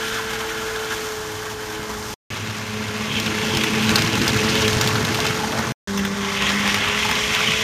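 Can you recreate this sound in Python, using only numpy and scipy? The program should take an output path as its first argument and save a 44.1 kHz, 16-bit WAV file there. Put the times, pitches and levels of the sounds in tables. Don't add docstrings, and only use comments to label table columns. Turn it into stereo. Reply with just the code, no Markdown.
import sys
import numpy as np
from scipy import signal
from scipy.fft import rfft, irfft
from scipy.io import wavfile

SR = 44100
rng = np.random.default_rng(int(sys.argv[2]) if len(sys.argv) > 2 else 0)


def store_pcm(level_fs):
    pcm = np.round(np.clip(level_fs, -1, 1) * 32767).astype(np.int16)
    wavfile.write(sys.argv[1], SR, np.atleast_2d(pcm).T)


N = 336483
TIME = np.arange(N) / SR
HZ = np.maximum(np.arange(N // 2 + 1) * SR / N, 1)

# time_s, rolling_db, flange_rub_db (relative; each sound follows them by its own amount)
ROLLING_FAR = [(0, 1, -0.5), (0.35, -1, -3.5), (0.95, -0.5, -5), (1.58, -3.5, -11), (1.75, -3, -7),
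               (2.14, -2.5, -11)]
ROLLING_POINTS = [(2.3, -8.5, -9.5), (2.62, -8, -14.5), (2.92, -7, -8.5), (3.18, -4, -6.5),
                  (3.33, -4.5, -4.5), (3.55, -2, -3), (3.72, -2, -2.5), (3.9, -0.6, -2.5), (4.11, -2, -2),
                  (4.25, -0.5, -2.5), (4.62, 0.2, -2), (4.85, -0.8, -8), (5.03, -1.5, -8), (5.28, -2.2, -4),
                  (5.45, -3, -14)]
ROLLING_STATION = [(5.87, -9.5, -24.5), (6.17, -6.5, -14), (6.41, -3.5, -0.5), (6.57, -2.5, -5),
                   (6.69, -1.5, -0.5), (6.96, -2, -1), (7.08, -1, -0.5), (7.33, 0.2, -0.2), (7.63, -1, 1.2)]
# time_s, level_db (relative), centre_hz, sharpness (filter Q), ring_s (time to fall 60 dB)
JOINT_CLICKS = [(0.141, -19, 4500, 1, 0.016), (0.76, -19, 4200, 0.9, 0.02), (0.846, -20, 4500, 1, 0.014),
                (2.026, -22, 4500, 1, 0.014), (3.199, -13.5, 3360, 1.3, 0.02),
                (3.261, -15.5, 4000, 1.2, 0.034), (3.548, -13, 4800, 1.6, 0.016),
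                (3.5704, -7.5, 3330, 0.65, 0.015), (3.6362, -9.5, 3500, 0.73, 0.033),
                (3.734, -19, 4400, 1.2, 0.015), (3.8237, -12, 3850, 2.2, 0.011),
                (3.892, -5, 3300, 0.64, 0.016), (3.902, -16, 4200, 1.3, 0.017),
                (3.956, -3, 4500, 2.4, 0.03), (3.974, -18, 3060, 1.2, 0.016),
                (3.9825, -9, 4660, 1.5, 0.016), (3.991, -12, 4100, 1.8, 0.014),
                (4.0095, -17, 3760, 1.6, 0.016), (4.0194, -6.5, 3520, 1.6, 0.018),
                (4.074, -13, 4400, 1.3, 0.012), (4.13, -13, 5000, 1.3, 0.0091),
                (4.153, -12, 4400, 1.3, 0.014), (4.215, -12.5, 4010, 1.5, 0.048),
                (4.278, -6, 5000, 3.2, 0.025), (4.371, -16, 5200, 1, 0.018),
                (4.553, -8.5, 3200, 1.3, 0.021), (4.618, -9.5, 3500, 0.86, 0.038),
                (4.679, -4, 3620, 1.4, 0.014), (4.7298, -11, 3640, 1.1, 0.016),
                (4.748, -17, 4300, 1.3, 0.016), (4.8104, -7.5, 4400, 1.3, 0.031),
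                (4.8736, -6, 4100, 1.4, 0.016), (4.888, -13, 4300, 1.3, 0.012),
                (5.049, -11.5, 3920, 3.2, 0.02), (5.144, -13.5, 3000, 2.6, 0.036),
                (5.202, -6, 4100, 1.4, 0.016), (5.265, -8, 4300, 1.3, 0.023),
                (5.521, -15, 3500, 2.8, 0.012), (5.5858, -14.5, 5960, 0.75, 0.019),
                (5.974, -21, 3600, 0.6, 0.02), (6.0485, -16, 3200, 0.53, 0.02),
                (6.421, -10, 3430, 0.85, 0.023), (6.4916, -8.5, 3300, 1.2, 0.011),
                (6.517, -17, 4200, 1.2, 0.014), (6.676, -6.5, 3030, 1.6, 0.016),
                (6.7, -15, 4070, 1.4, 0.014), (6.7428, -9, 3400, 2.5, 0.016),
                (6.884, -15, 3500, 1.2, 0.018), (7.048, -13, 3310, 1.2, 0.014),
                (7.089, -11, 3130, 1.2, 0.02), (7.111, -11, 3150, 1.4, 0.02),
                (7.153, -9.5, 3000, 1.3, 0.016), (7.3484, -9.5, 3130, 1.3, 0.016),
                (7.3893, -13, 3080, 3, 0.024), (7.409, -17, 4000, 1.2, 0.014),
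                (7.508, -22, 4200, 1.2, 0.014), (7.517, -26, 4200, 1.2, 0.014)]
# time_s, treble_db
HIDDEN_WHEELS = [(4.85, 0), (5.35, -0.1), (5.72, -1), (5.87, 4.5)]


def motor():
    # time_s, hum_db (twice a turn), third_db (3 times), whine_db (4 times)
    levels_far = [(0, -37, -44, -30.5), (0.3, -40, -46, -30), (0.56, -41.5, -38, -29.5),
                  (0.74, -47, -49, -26.5), (0.94, -43, -36.5, -30), (1.14, -55, -53, -29),
                  (1.32, -46, -39, -31), (1.56, -47, -49, -32.5), (1.75, -42, -35, -32),
                  (1.93, -37.5, -46, -33), (2.14, -41, -43, -36)]
    levels_points = [(2.3, -37.5, -58, -42), (2.55, -38, -63, -41), (2.78, -29, -67, -32.5),
                     (2.98, -29, -49, -32.5), (3.12, -28.5, -46, -37), (3.3, -31, -32.5, -28.5),
                     (3.44, -27.5, -44, -30), (3.56, -26, -30, -30.5), (3.83, -20, -36, -32.5),
                     (3.93, -22, -27.5, -29), (4.03, -31, -31.5, -33.5), (4.25, -26, -32, -32),
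                     (4.6, -26, -31.5, -24), (4.92, -35.5, -40, -28.5), (5.3, -32.5, -44, -30),
                     (5.72, -29, -42, -33)]
    levels_station = [(5.87, -25, -44, -30.5), (6.03, -22.5, -41, -31), (6.34, -28, -45, -30),
                      (6.52, -22.5, -40, -34), (6.69, -18.5, -37, -34.5), (6.83, -36, -44, -31),
                      (6.96, -29, -50, -31), (7.2, -32.5, -47, -30.5), (7.63, -33, -47, -29)]
    # multiple of the shaft speed, level_db against the whine
    overtones_far = [(5, -20), (6, -16), (8, -15.5), (9, -19.5)]
    overtones_points = [(5, -13.5), (6, -14.5), (9, -30)]
    overtones_station = [(5, -12), (6, -12), (10, -28)]
    return in_turn(
        shaft_tones(levels_far, overtones_far, wobble=0.0028, flutter_db=1.1, unbalance_db=-46.5),
        shaft_tones(levels_points, overtones_points, wobble=0.0069, flutter_db=3.0, unbalance_db=-50.5),
        shaft_tones(levels_station, overtones_station, wobble=0.0038, flutter_db=2.2, unbalance_db=-40))


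def shaft_tones(levels, overtones, wobble, flutter_db, unbalance_db):
    # time_s, turns_per_s (before a small random wobble)
    shaft_speed = [(0, 110.9), (0.55, 110.4), (1.3, 107.8), (2.14, 106.6), (2.8, 107.2), (3.2, 108.3),
                   (5.05, 108.4), (5.72, 110.5), (5.87, 99.3), (6.38, 99.4), (7.63, 109.5)]
    # middle_s, length_s, level_db
    slack_booms = [(1.45, 0.21, -43), (2.45, 0.37, -33.5), (3.15, 0.64, -33.5), (4.094, 0.24, -25.5),
                   (4.75, 0.56, -27.5), (6.78, 0.21, -38)]
    speed, = in_time(shaft_speed)
    hum_db, third_db, whine_db = in_time(levels)
    angle = 2 * np.pi * np.cumsum(speed * (1 + wobble * drift(9.0))) / SR
    boom = from_db(unbalance_db)
    boom = boom + sum(from_db(db) * swells(middle, length) for middle, length, db in slack_booms)
    tones = [(1, boom), (2, from_db(hum_db)), (3, from_db(third_db)), (4, from_db(whine_db))]
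    tones += [(round(multiple), from_db(whine_db + db)) for multiple, db in overtones]
    out = 0
    for multiple, gain in tones:
        flutter = from_db(flutter_db * drift(24))
        out = out + gain * flutter * np.sin(multiple * angle + 2 * np.pi * rng.random())
    return out


def wheels():
    # pitch_hz, relative_db
    track_far = [(500, -4), (780, -1.5), (950, 4.5), (1150, -1), (1500, -10.5), (1900, 0), (3300, -4.5),
                 (4300, -7.5), (6300, -7), (8500, -13), (10300, -15.5), (12600, -13.5), (15000, -24)]
    track_points = [(500, 0.5), (780, 2), (950, 5), (1220, 3.5), (1600, 4.5), (2000, 8.5), (2700, 10.5),
                    (3600, 1.5), (4400, -4.5), (6200, -6), (8400, -13.5), (10300, -15.5), (12600, -18.5),
                    (15000, -25.5)]
    track_station = [(500, -3.5), (720, -4.5), (860, -1), (1000, 1), (1250, 0), (1640, 1), (2300, 6),
                     (3300, 2), (4300, -10.5), (6200, -10.5), (8100, -17.5), (10300, -22.5), (12000, -24.5),
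                     (15000, -31.5)]
    # pitch_hz, width_hz, lift_db
    peaks_far = [(894, 50, -2), (1277, 57, 8), (3060, 130, 4), (3450, 170, 3.5), (12500, 1500, -1.5)]
    peaks_points = [(647, 58, 4.5), (950, 140, 2.7), (1504, 260, 3.4), (2360, 150, 1.3), (6100, 670, 0.47),
                    (12500, 990, 2)]
    peaks_station = [(1004, 28, 3.2), (1500, 44, 2), (3320, 300, 1.4), (5600, 780, 1.3), (11400, 770, 3.2)]
    far_force = contact(per_s=5000, spread_db=-3.5, smooth_db=1.5,
                        jolts_per_s=34, jolt_size=0.67, jolt_s=0.0099, rattle_db=-17)
    near_force = contact(per_s=4500, spread_db=2, smooth_db=3.0,
                         jolts_per_s=150, jolt_size=0.8, jolt_s=0.0021, rattle_db=-12)
    return from_db(shaking()) * in_turn(
        rolling(ROLLING_FAR, track_far, peaks_far, far_force, sing_hz=1542, sing_width=420,
                body_db=-35.0, body_follows=0.44, wheel_db=-32.0, hiss_db=-34, hiss_shakes=0.4,
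                sing_db=-30.0, sing_follows=0.73, waver_db=0.76, side_db=-14.5),
        rolling(ROLLING_POINTS, track_points, peaks_points, near_force, sing_hz=2920, sing_width=1300,
                body_db=-27.5, body_follows=0.84, wheel_db=-28.5, hiss_db=-29.0, hiss_shakes=1.0,
                sing_db=-35.0, sing_follows=0.4, waver_db=0.5, side_db=-11.0),
        rolling(ROLLING_STATION, track_station, peaks_station, near_force, sing_hz=1976, sing_width=220,
                body_db=-27.5, body_follows=0.41, wheel_db=-25.5, hiss_db=-30.5, hiss_shakes=0.34,
                sing_db=-32.0, sing_follows=0.37, waver_db=1.16, side_db=-12.0))


def rolling(curve, track, peaks, force, sing_hz, sing_width, body_db, body_follows, wheel_db,
            hiss_db, hiss_shakes, sing_db, sing_follows, waver_db, side_db):
    # middle_s, length_s, lift_db
    uneven_track = [(3.49, 0.082, 1), (3.917, 0.054, 1.5), (4.937, 0.23, 2.5), (5.587, 0.14, 3.5),
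                    (6.597, 0.64, 3), (7.376, 0.084, 2.5)]
    near, rub = in_time(curve)
    rattle = sum(db * swells(middle, length) for middle, length, db in uneven_track)
    shake = shaking()
    shade, = in_time(HIDDEN_WHEELS)
    spectrum = rfft(force) * colour(track) * bells(peaks)
    parts = [band(550, 1900), band(1900, 3800), band(3800, SR)]
    overlap = np.maximum(sum(parts), 1)
    levels = [body_db + body_follows * near + rattle + shake,
              wheel_db + rub,
              hiss_db + near + shade + hiss_shakes * shake]
    noise = 0
    for part, level in zip(parts, levels):
        layer = rms_one(irfft(spectrum * part / overlap, N))
        noise = noise + from_db(level + waver_db * drift(8.3)) * layer
    resonance = bells(peaks) / (1 + (2 * (HZ - sing_hz) / sing_width) ** 4)
    sing = rms_one(shaped(rng.standard_normal((2, N)), resonance))
    sing_level = from_db(sing_db + sing_follows * (near + rub) + waver_db * drift(25))
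    return (noise + sing_level * sing) * from_db([[0], [side_db]])


def contact(per_s, spread_db, smooth_db, jolts_per_s, jolt_size, jolt_s, rattle_db):
    hits = (rng.random((2, N)) < per_s / SR) * rng.choice([-1, 1], (2, N))
    sizes = from_db(spread_db * np.minimum(rng.exponential(1, (2, N)), 3))
    grains = rms_one(hits * sizes)
    jolts = (rng.random(N) < jolts_per_s / SR) * rng.random(N)
    load = 1 + jolt_size * fading(jolts, jolt_s)
    smooth = from_db(smooth_db) * rng.standard_normal((2, N))
    force = rms_one((grains + smooth) * load)
    return force + from_db(rattle_db) * loose_parts(per_s=450, cycles=39, spread_db=4.5)


def loose_parts(per_s, cycles, spread_db):
    when, pitch, size, across = rng.random((round(per_s * N / SR), 4)).T[:, :, None]
    hz = 900 * (7000 / 900) ** pitch
    step = np.arange(SR // 50)
    turns = hz * step / SR
    decay = np.exp(-np.log(1000) * turns / cycles)
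    taps = np.sqrt(hz) * from_db(spread_db * size) * decay * np.sin(2 * np.pi * turns)
    at = ((when * N).astype(int) + step).ravel()
    mid_and_side = taps, taps * (4 * across - 2)
    return rms_one(np.array([np.bincount(at, x.ravel(), N)[:N] for x in mid_and_side]))


def shaking():
    shake_s, shake_db = 0.012, 3.5
    kicks = np.zeros(N)
    for start, db, *_ in JOINT_CLICKS:
        kicks[round(start * SR)] = shake_db * from_db(db)
    return fading(kicks, shake_s)


def joints(rise_s, top_hz, crack_db, tick_db, tick_s, level_db):
    out, t = np.zeros(N + SR), TIME[:SR // 10]
    soften = signal.butter(4, min(top_hz, SR / 3), fs=SR, output="sos")
    for start, db, hz, sharpness, ring_s in JOINT_CLICKS:
        shape = (1 - np.exp(-t / rise_s)) * np.exp(-np.log(1000) * t / ring_s)
        scuff = rng.standard_normal(len(t)) * shape
        scuff[round(tick_s * SR)] += from_db(tick_db)
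        peak = signal.iirpeak(min(hz, SR / 5), max(sharpness, .5), fs=SR)
        click = signal.sosfilt(soften, signal.lfilter(*peak, scuff))
        click = click + from_db(crack_db) * scuff
        at = round(start * SR)
        out[at:at + len(t)] += from_db(db + level_db) * click / np.abs(click).max()
    return out[:N]


def couplings(rise_s, rattle_s, crack_db, bounce_s, bounce_db, level_db):
    # time_s, level_db (relative), centre_hz (where the blow rings most), spread_octaves
    clacks = [(3.569, -16, 1400, 0.5), (3.637, -12, 1700, 0.72), (3.952, -13.5, 1300, 0.58),
              (3.976, -20, 1600, 0.23), (4.039, -15, 1500, 0.71), (4.172, -15, 1300, 0.63),
              (4.265, -15, 1400, 0.3), (4.361, -14, 1400, 0.2), (4.678, -25, 1500, 1.1),
              (4.954, -14.5, 1200, 0.42), (5.187, -15.5, 800, 0.38), (5.249, -17, 1200, 0.44),
              (5.304, -18, 1300, 0.34), (5.434, -21, 850, 0.13), (5.59, -18, 1100, 0.5),
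              (5.974, -16.5, 5700, 0.28), (5.976, -13, 2300, 0.78), (5.992, -16, 2150, 0.3),
              (6.0495, -11, 2700, 0.98), (6.542, -17, 2000, 0.4), (6.596, -19, 1900, 0.5),
              (7.048, -12, 1050, 0.31), (7.09, -12, 1050, 0.43), (7.111, -15.5, 1100, 0.5),
              (7.226, -21, 1600, 0.82), (7.606, -15, 2400, 0.6)]
    # pitch_hz, relative_db, ring_s (time to fall 60 dB)
    coach_modes = [(672, -2, 0.024), (860, -2, 0.033), (1087, -2.5, 0.021), (1310, 0, 0.017),
                   (1530, 1.5, 0.015), (1990, -4, 0.048), (2700, 1.5, 0.014), (3060, -0.5, 0.014),
                   (3450, 2.5, 0.028), (4150, -5, 0.012), (5170, -2.5, 0.009), (5500, -2, 0.008),
                   (6050, 1.5, 0.009)]
    out, t = np.zeros(N + SR), TIME[:SR // 10]
    for start, db, centre_hz, octaves in clacks:
        for delay, loss_db in ((0, 0), (bounce_s, bounce_db)):
            chatter = from_db(crack_db) * rng.standard_normal(len(t)) * np.exp(-t / rattle_s)
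            ring = struck(coach_modes, centre_hz, octaves, rise_s, t)
            at = round((start + delay) * SR)
            out[at:at + len(t)] += from_db(db + loss_db + level_db) * (ring + chatter)
    return out[:N]


def flanges():
    # middle_s, length_s, level_db, pitch_hz, width_hz
    presses = [(0.03, 0.038, -32, 1520, 400), (0.11, 0.15, -36.5, 3380, 700),
               (0.125, 0.03, -30.5, 1490, 400), (0.183, 0.038, -29, 1470, 400),
               (0.358, 0.022, -29, 1500, 350), (0.434, 0.025, -34, 1420, 300),
               (0.524, 0.025, -30, 1500, 400), (0.63, 0.025, -33, 1360, 250),
               (0.706, 0.031, -30, 1560, 350), (0.765, 0.017, -31, 1500, 350),
               (0.89, 0.06, -35, 2900, 1300), (0.92, 0.028, -28, 1530, 300),
               (1.431, 0.02, -32.5, 1500, 400), (1.486, 0.02, -32, 1500, 400),
               (1.593, 0.02, -34.5, 1510, 400), (3.015, 0.035, -31, 2380, 450),
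               (3.14, 0.11, -30, 3230, 350), (3.18, 0.12, -31, 2530, 450), (3.44, 0.04, -32, 3280, 300),
               (3.53, 0.13, -29.5, 3250, 300), (3.7, 0.16, -33.5, 2390, 400),
               (4.58, 0.13, -29.5, 3140, 700), (6.454, 0.1, -27.5, 3050, 850),
               (6.58, 0.16, -28.5, 1950, 220), (6.9, 0.078, -26, 2700, 1000),
               (7.485, 0.045, -24, 3010, 350)]
    return resonances(presses, flicker_db=2.0)


def coach_drones():
    # middle_s, length_s, level_db, pitch_hz, width_hz
    shell_drones = [(3.45, 0.2, -35.5, 966, 150), (5.35, 0.38, -36.5, 845, 180),
                    (5.35, 0.31, -37, 1350, 180), (5.57, 0.15, -35.5, 646, 200)]
    return resonances(shell_drones, flicker_db=2.5)


def resonances(rows, flicker_db):
    out = 0
    for middle, length, db, hz, width in rows:
        narrow = signal.butter(2, [hz - width / 2, hz + width / 2], "band", fs=SR, output="sos")
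        tone = rms_one(signal.sosfilt(narrow, rng.standard_normal(N)))
        out = out + from_db(db) * swells(middle, length) * tone
    return out * from_db(flicker_db * drift(25))


def scrapes(slips_per_s, octaves, level_db):
    # middle_s, length_s, level_db (relative), centre_hz
    scrubs = [(3.267, 0.019, -22, 2660), (3.437, 0.015, -24, 2800), (3.49, 0.0098, -32, 3180),
              (3.555, 0.034, -26.5, 2900), (3.612, 0.014, -21, 2600), (3.671, 0.011, -21, 2900),
              (3.746, 0.014, -25, 2400), (3.806, 0.013, -22, 2800), (3.878, 0.012, -20, 3000),
              (4.049, 0.0061, -23.5, 4600), (4.062, 0.01, -21, 3200), (4.142, 0.031, -23, 2840),
              (4.301, 0.01, -19.5, 3600), (4.393, 0.012, -27, 3000), (4.445, 0.035, -26, 4800),
              (4.497, 0.02, -21, 4400), (4.648, 0.019, -19.5, 3020), (4.753, 0.01, -30, 3600),
              (4.96, 0.011, -21, 3600)]
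    out, t = np.zeros(N + SR), TIME[:SR // 8]
    for middle, length, db, hz in scrubs:
        slips = (rng.random(len(t)) < slips_per_s / SR) * rng.choice([-1, 1], len(t))
        edges = np.minimum(hz * 2 ** (octaves * np.array([-.5, .5])), SR / 3)
        grit = rms_one(signal.sosfilt(signal.butter(2, edges, "band", fs=SR, output="sos"), slips))
        swell = np.exp(-2 * ((t - t.mean()) / length) ** 2)
        at = round((middle - t.mean()) * SR)
        out[at:at + len(t)] += from_db(db + level_db) * grit * swell
    return out[:N]


def specks(per_s, spread_db, low_hz, high_hz, level_db, follows):
    near, _ = in_time(ROLLING_POINTS)
    shade, = in_time(HIDDEN_WHEELS)
    sizes = from_db(spread_db * np.minimum(rng.exponential(1, N), 2.5))
    ticks = (rng.random(N) < per_s / SR) * sizes
    bursts = fading(ticks, 0.0013) * rng.standard_normal(N)
    edges = [low_hz, min(high_hz, SR / 3)]
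    crackle = signal.sosfilt(signal.butter(2, edges, "band", fs=SR, output="sos"), bursts)
    return in_turn(0, from_db(level_db + follows * (near + shade)) * rms_one(crackle))


def thumps(rise_s, level_db):
    # time_s, level_db (relative), centre_hz (where the blow rings most), spread_octaves
    drops = [(1.792, -23.5, 80, 0.59), (2.059, -26, 110, 0.37), (3.251, -18, 220, 0.46),
             (3.532, -10.5, 220, 1), (3.562, -16, 85, 0.68), (3.714, -17, 150, 0.81),
             (3.915, -11, 120, 0.67), (3.985, -14, 115, 0.65), (4.037, -8, 127, 0.83),
             (4.205, -8.5, 230, 0.37), (4.354, -15, 100, 0.53), (4.455, -24, 115, 0.5),
             (4.52, -20, 115, 0.6), (4.607, -22, 150, 0.8), (4.728, -13, 116, 0.26),
             (4.763, -11.5, 90, 0.89), (4.851, -17.5, 120, 0.66), (4.925, -14.5, 98, 0.3),
             (5.011, -18.5, 118, 0.3), (5.092, -12, 250, 0.31), (5.298, -13, 150, 0.51),
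             (5.358, -17, 215, 0.4), (5.585, -15.5, 151, 0.83), (7.479, -17, 150, 0.53)]
    # pitch_hz, relative_db, ring_s (time to fall 60 dB)
    board_modes = [(72, -3, 0.075), (102.3, -4.5, 0.097), (122, -5.5, 0.12), (165, -1.5, 0.11),
                   (226.5, 2.5, 0.09), (339.5, -1.5, 0.19)]
    out, t = np.zeros(N + SR), TIME[:SR // 3]
    for start, db, centre_hz, octaves in drops:
        at = round(start * SR)
        ring = struck(board_modes, centre_hz, octaves, rise_s, t)
        out[at:at + len(t)] += from_db(db + level_db) * ring
    return out[:N]


def baseboard():
    # pitch_hz, relative_db
    board_far = [(22, -30.5), (40, 0), (60, 4.5), (85, 1), (130, 2), (175, -2.5), (240, 2), (300, -4.5),
                 (550, -0.5)]
    board_points = [(22, -33), (40, -19.5), (60, -10), (85, -4), (125, 1), (175, -4.5), (240, -2),
                    (300, -9), (550, -8.5)]
    board_station = [(22, -25), (40, -20), (60, 0.5), (85, -4.5), (125, -1.5), (175, -2), (240, -1.5),
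                     (300, -12), (550, -5.5)]
    return in_turn(
        rumble(ROLLING_FAR, board_far, level_db=-38.0, follows=0.32, lumpy_db=0.9, side_db=-14.0),
        rumble(ROLLING_POINTS, board_points, level_db=-26.0, follows=1.3, lumpy_db=1.44, side_db=-15),
        rumble(ROLLING_STATION, board_station, level_db=-31.5, follows=0.15, lumpy_db=2.0, side_db=-11.5))


def rumble(curve, board, level_db, follows, lumpy_db, side_db):
    near, _ = in_time(curve)
    mid, side = rms_one(shaped(rng.standard_normal((2, N)), colour(board) * band(15, 513)))
    level = from_db(level_db + follows * near + lumpy_db * drift(5.8))
    return level * (mid + from_db(side_db) * side * np.array([[1], [-1]]))


def room(x, width, shared_db, apart_db):
    # time_s, lean_db (left minus right, before the lean is coloured)
    bearing = [(0, 2), (2.14, 2), (2.3, 3), (3.4, 2), (4.2, 1.3), (5.1, 1.5), (5.95, 3.5), (6.4, 1.5),
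               (7.63, 1.5)]
    # pitch_hz, level_db
    apart_colour = [(300, -2.5), (550, -3), (1300, -3.5), (2400, 0), (5000, 3), (9000, 0), (15000, -0.5)]
    # pitch_hz, level_db
    lean_colour = [(200, -24), (800, -12), (2300, -0.5), (5000, 3.5), (11000, 1.5)]
    t60_s = 0.049
    t = TIME[:SR // 3]
    tails = rng.standard_normal((2, len(t))) * np.exp(-np.log(1000) * t / t60_s) * (t > .002)
    shared, apart = [from_db(db) * tail / np.linalg.norm(tail)
                     for db, tail in zip((shared_db, apart_db), tails)]
    mid = (x + signal.oaconvolve(x, shared)[:N]) / np.sqrt(1 + from_db(shared_db) ** 2)
    side = shaped(width + signal.oaconvolve(x, apart)[:N], colour(apart_colour))
    pair = np.array([mid + side, mid - side])
    lean = from_db(in_time(bearing)[0] / 2 * np.array([[1], [-1]]))
    return pair + (lean - 1) * shaped(pair, colour(lean_colour))


def in_turn(*places):
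    # start_s, end_s
    stretches = [(0, 2.141), (2.303, 5.722), (5.874, 7.63)]
    return sum(x * ((TIME >= start) & (TIME < end)) for x, (start, end) in zip(places, stretches))


def struck(modes, centre_hz, octaves, rise_s, t):
    x = 0
    for hz, db, ring_s in modes:
        share = np.exp(-.5 * (np.log2(hz / centre_hz) / octaves) ** 2)
        tone = np.sin(2 * np.pi * (hz * t + rng.random()))
        x = x + from_db(db - 60 * t / ring_s) * share * tone
    x = x * (1 - np.exp(-t / rise_s))
    return x / np.abs(x).max()


def fading(kicks, fade_s):
    return signal.lfilter([1], [1, -np.exp(-1 / (fade_s * SR))], kicks + 1e-18)


def swells(middle_s, length_s):
    return np.exp(-2 * ((TIME - middle_s) / length_s) ** 2)


def drift(rate):
    step = 20
    r = np.exp(-2 * np.pi * rate * step / SR)
    slow = signal.lfilter([1], [1, -2 * r, r * r], rng.standard_normal(N // step + 2002))
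    slow = slow[2000:]
    return np.interp(np.arange(N) / step, np.arange(len(slow)), rms_one(slow))


def from_db(db):
    return 10 ** (np.asarray(db) / 20)


def rms_one(x):
    return x / np.sqrt(np.mean(x ** 2) + 1e-20)


def in_time(rows):
    s, *columns = np.transpose(rows)
    return [np.interp(TIME, s, c) for c in columns]


def colour(points):
    hz, db = np.transpose(points)
    return from_db(np.interp(np.log(HZ), np.log(hz), db))


def bells(peaks):
    return from_db(sum(db / (1 + (2 * (HZ - hz) / width) ** 2) for hz, width, db in peaks))


def band(low_hz, high_hz, order=8):
    return 1 / np.sqrt((1 + (low_hz / HZ) ** (2 * order)) * (1 + (HZ / high_hz) ** (2 * order)))


def shaped(x, gain):
    return irfft(rfft(x) * gain, N)


def scene():
    rolling_noise, width = wheels()
    clicks = joints(rise_s=0.0016, top_hz=7430, crack_db=-19, tick_db=10, tick_s=0.0015, level_db=2.2)
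    clicks = clicks + couplings(rise_s=0.0013, rattle_s=0.0053, crack_db=-15,
                                bounce_s=0.0035, bounce_db=-2, level_db=-1.0)
    rubs = flanges() + coach_drones() + scrapes(slips_per_s=2300, octaves=0.59, level_db=-4.0)
    rubs = rubs + specks(per_s=110, spread_db=1.0, low_hz=1700, high_hz=6660, level_db=-32, follows=2.34)
    board = thumps(rise_s=0.0089, level_db=-4.0) + baseboard()
    return motor() + board + room(rolling_noise + clicks + rubs, width, shared_db=-12.0, apart_db=-14.0)


def record(dry):
    # pitch_hz, width_hz, lift_db
    port_dips = [(7830, 120, -11.5), (10450, 2800, -4)]
    cutoff_hz = 15300
    on = in_turn(0.97, 0.98, 0.85)
    fall = np.exp(-1 / (0.0083 * SR))
    tail = from_db(-8.5) * signal.lfilter([1 - fall], [1, -fall], on)
    gate = np.maximum(on, tail)
    top_cut = signal.ellip(12, .1, 80, cutoff_hz, fs=SR, output="sos")
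    return signal.sosfilt(top_cut, gate * shaped(dry, bells(port_dips)) + 1e-18)


dry = scene()
out = record(dry)
store_pcm(out)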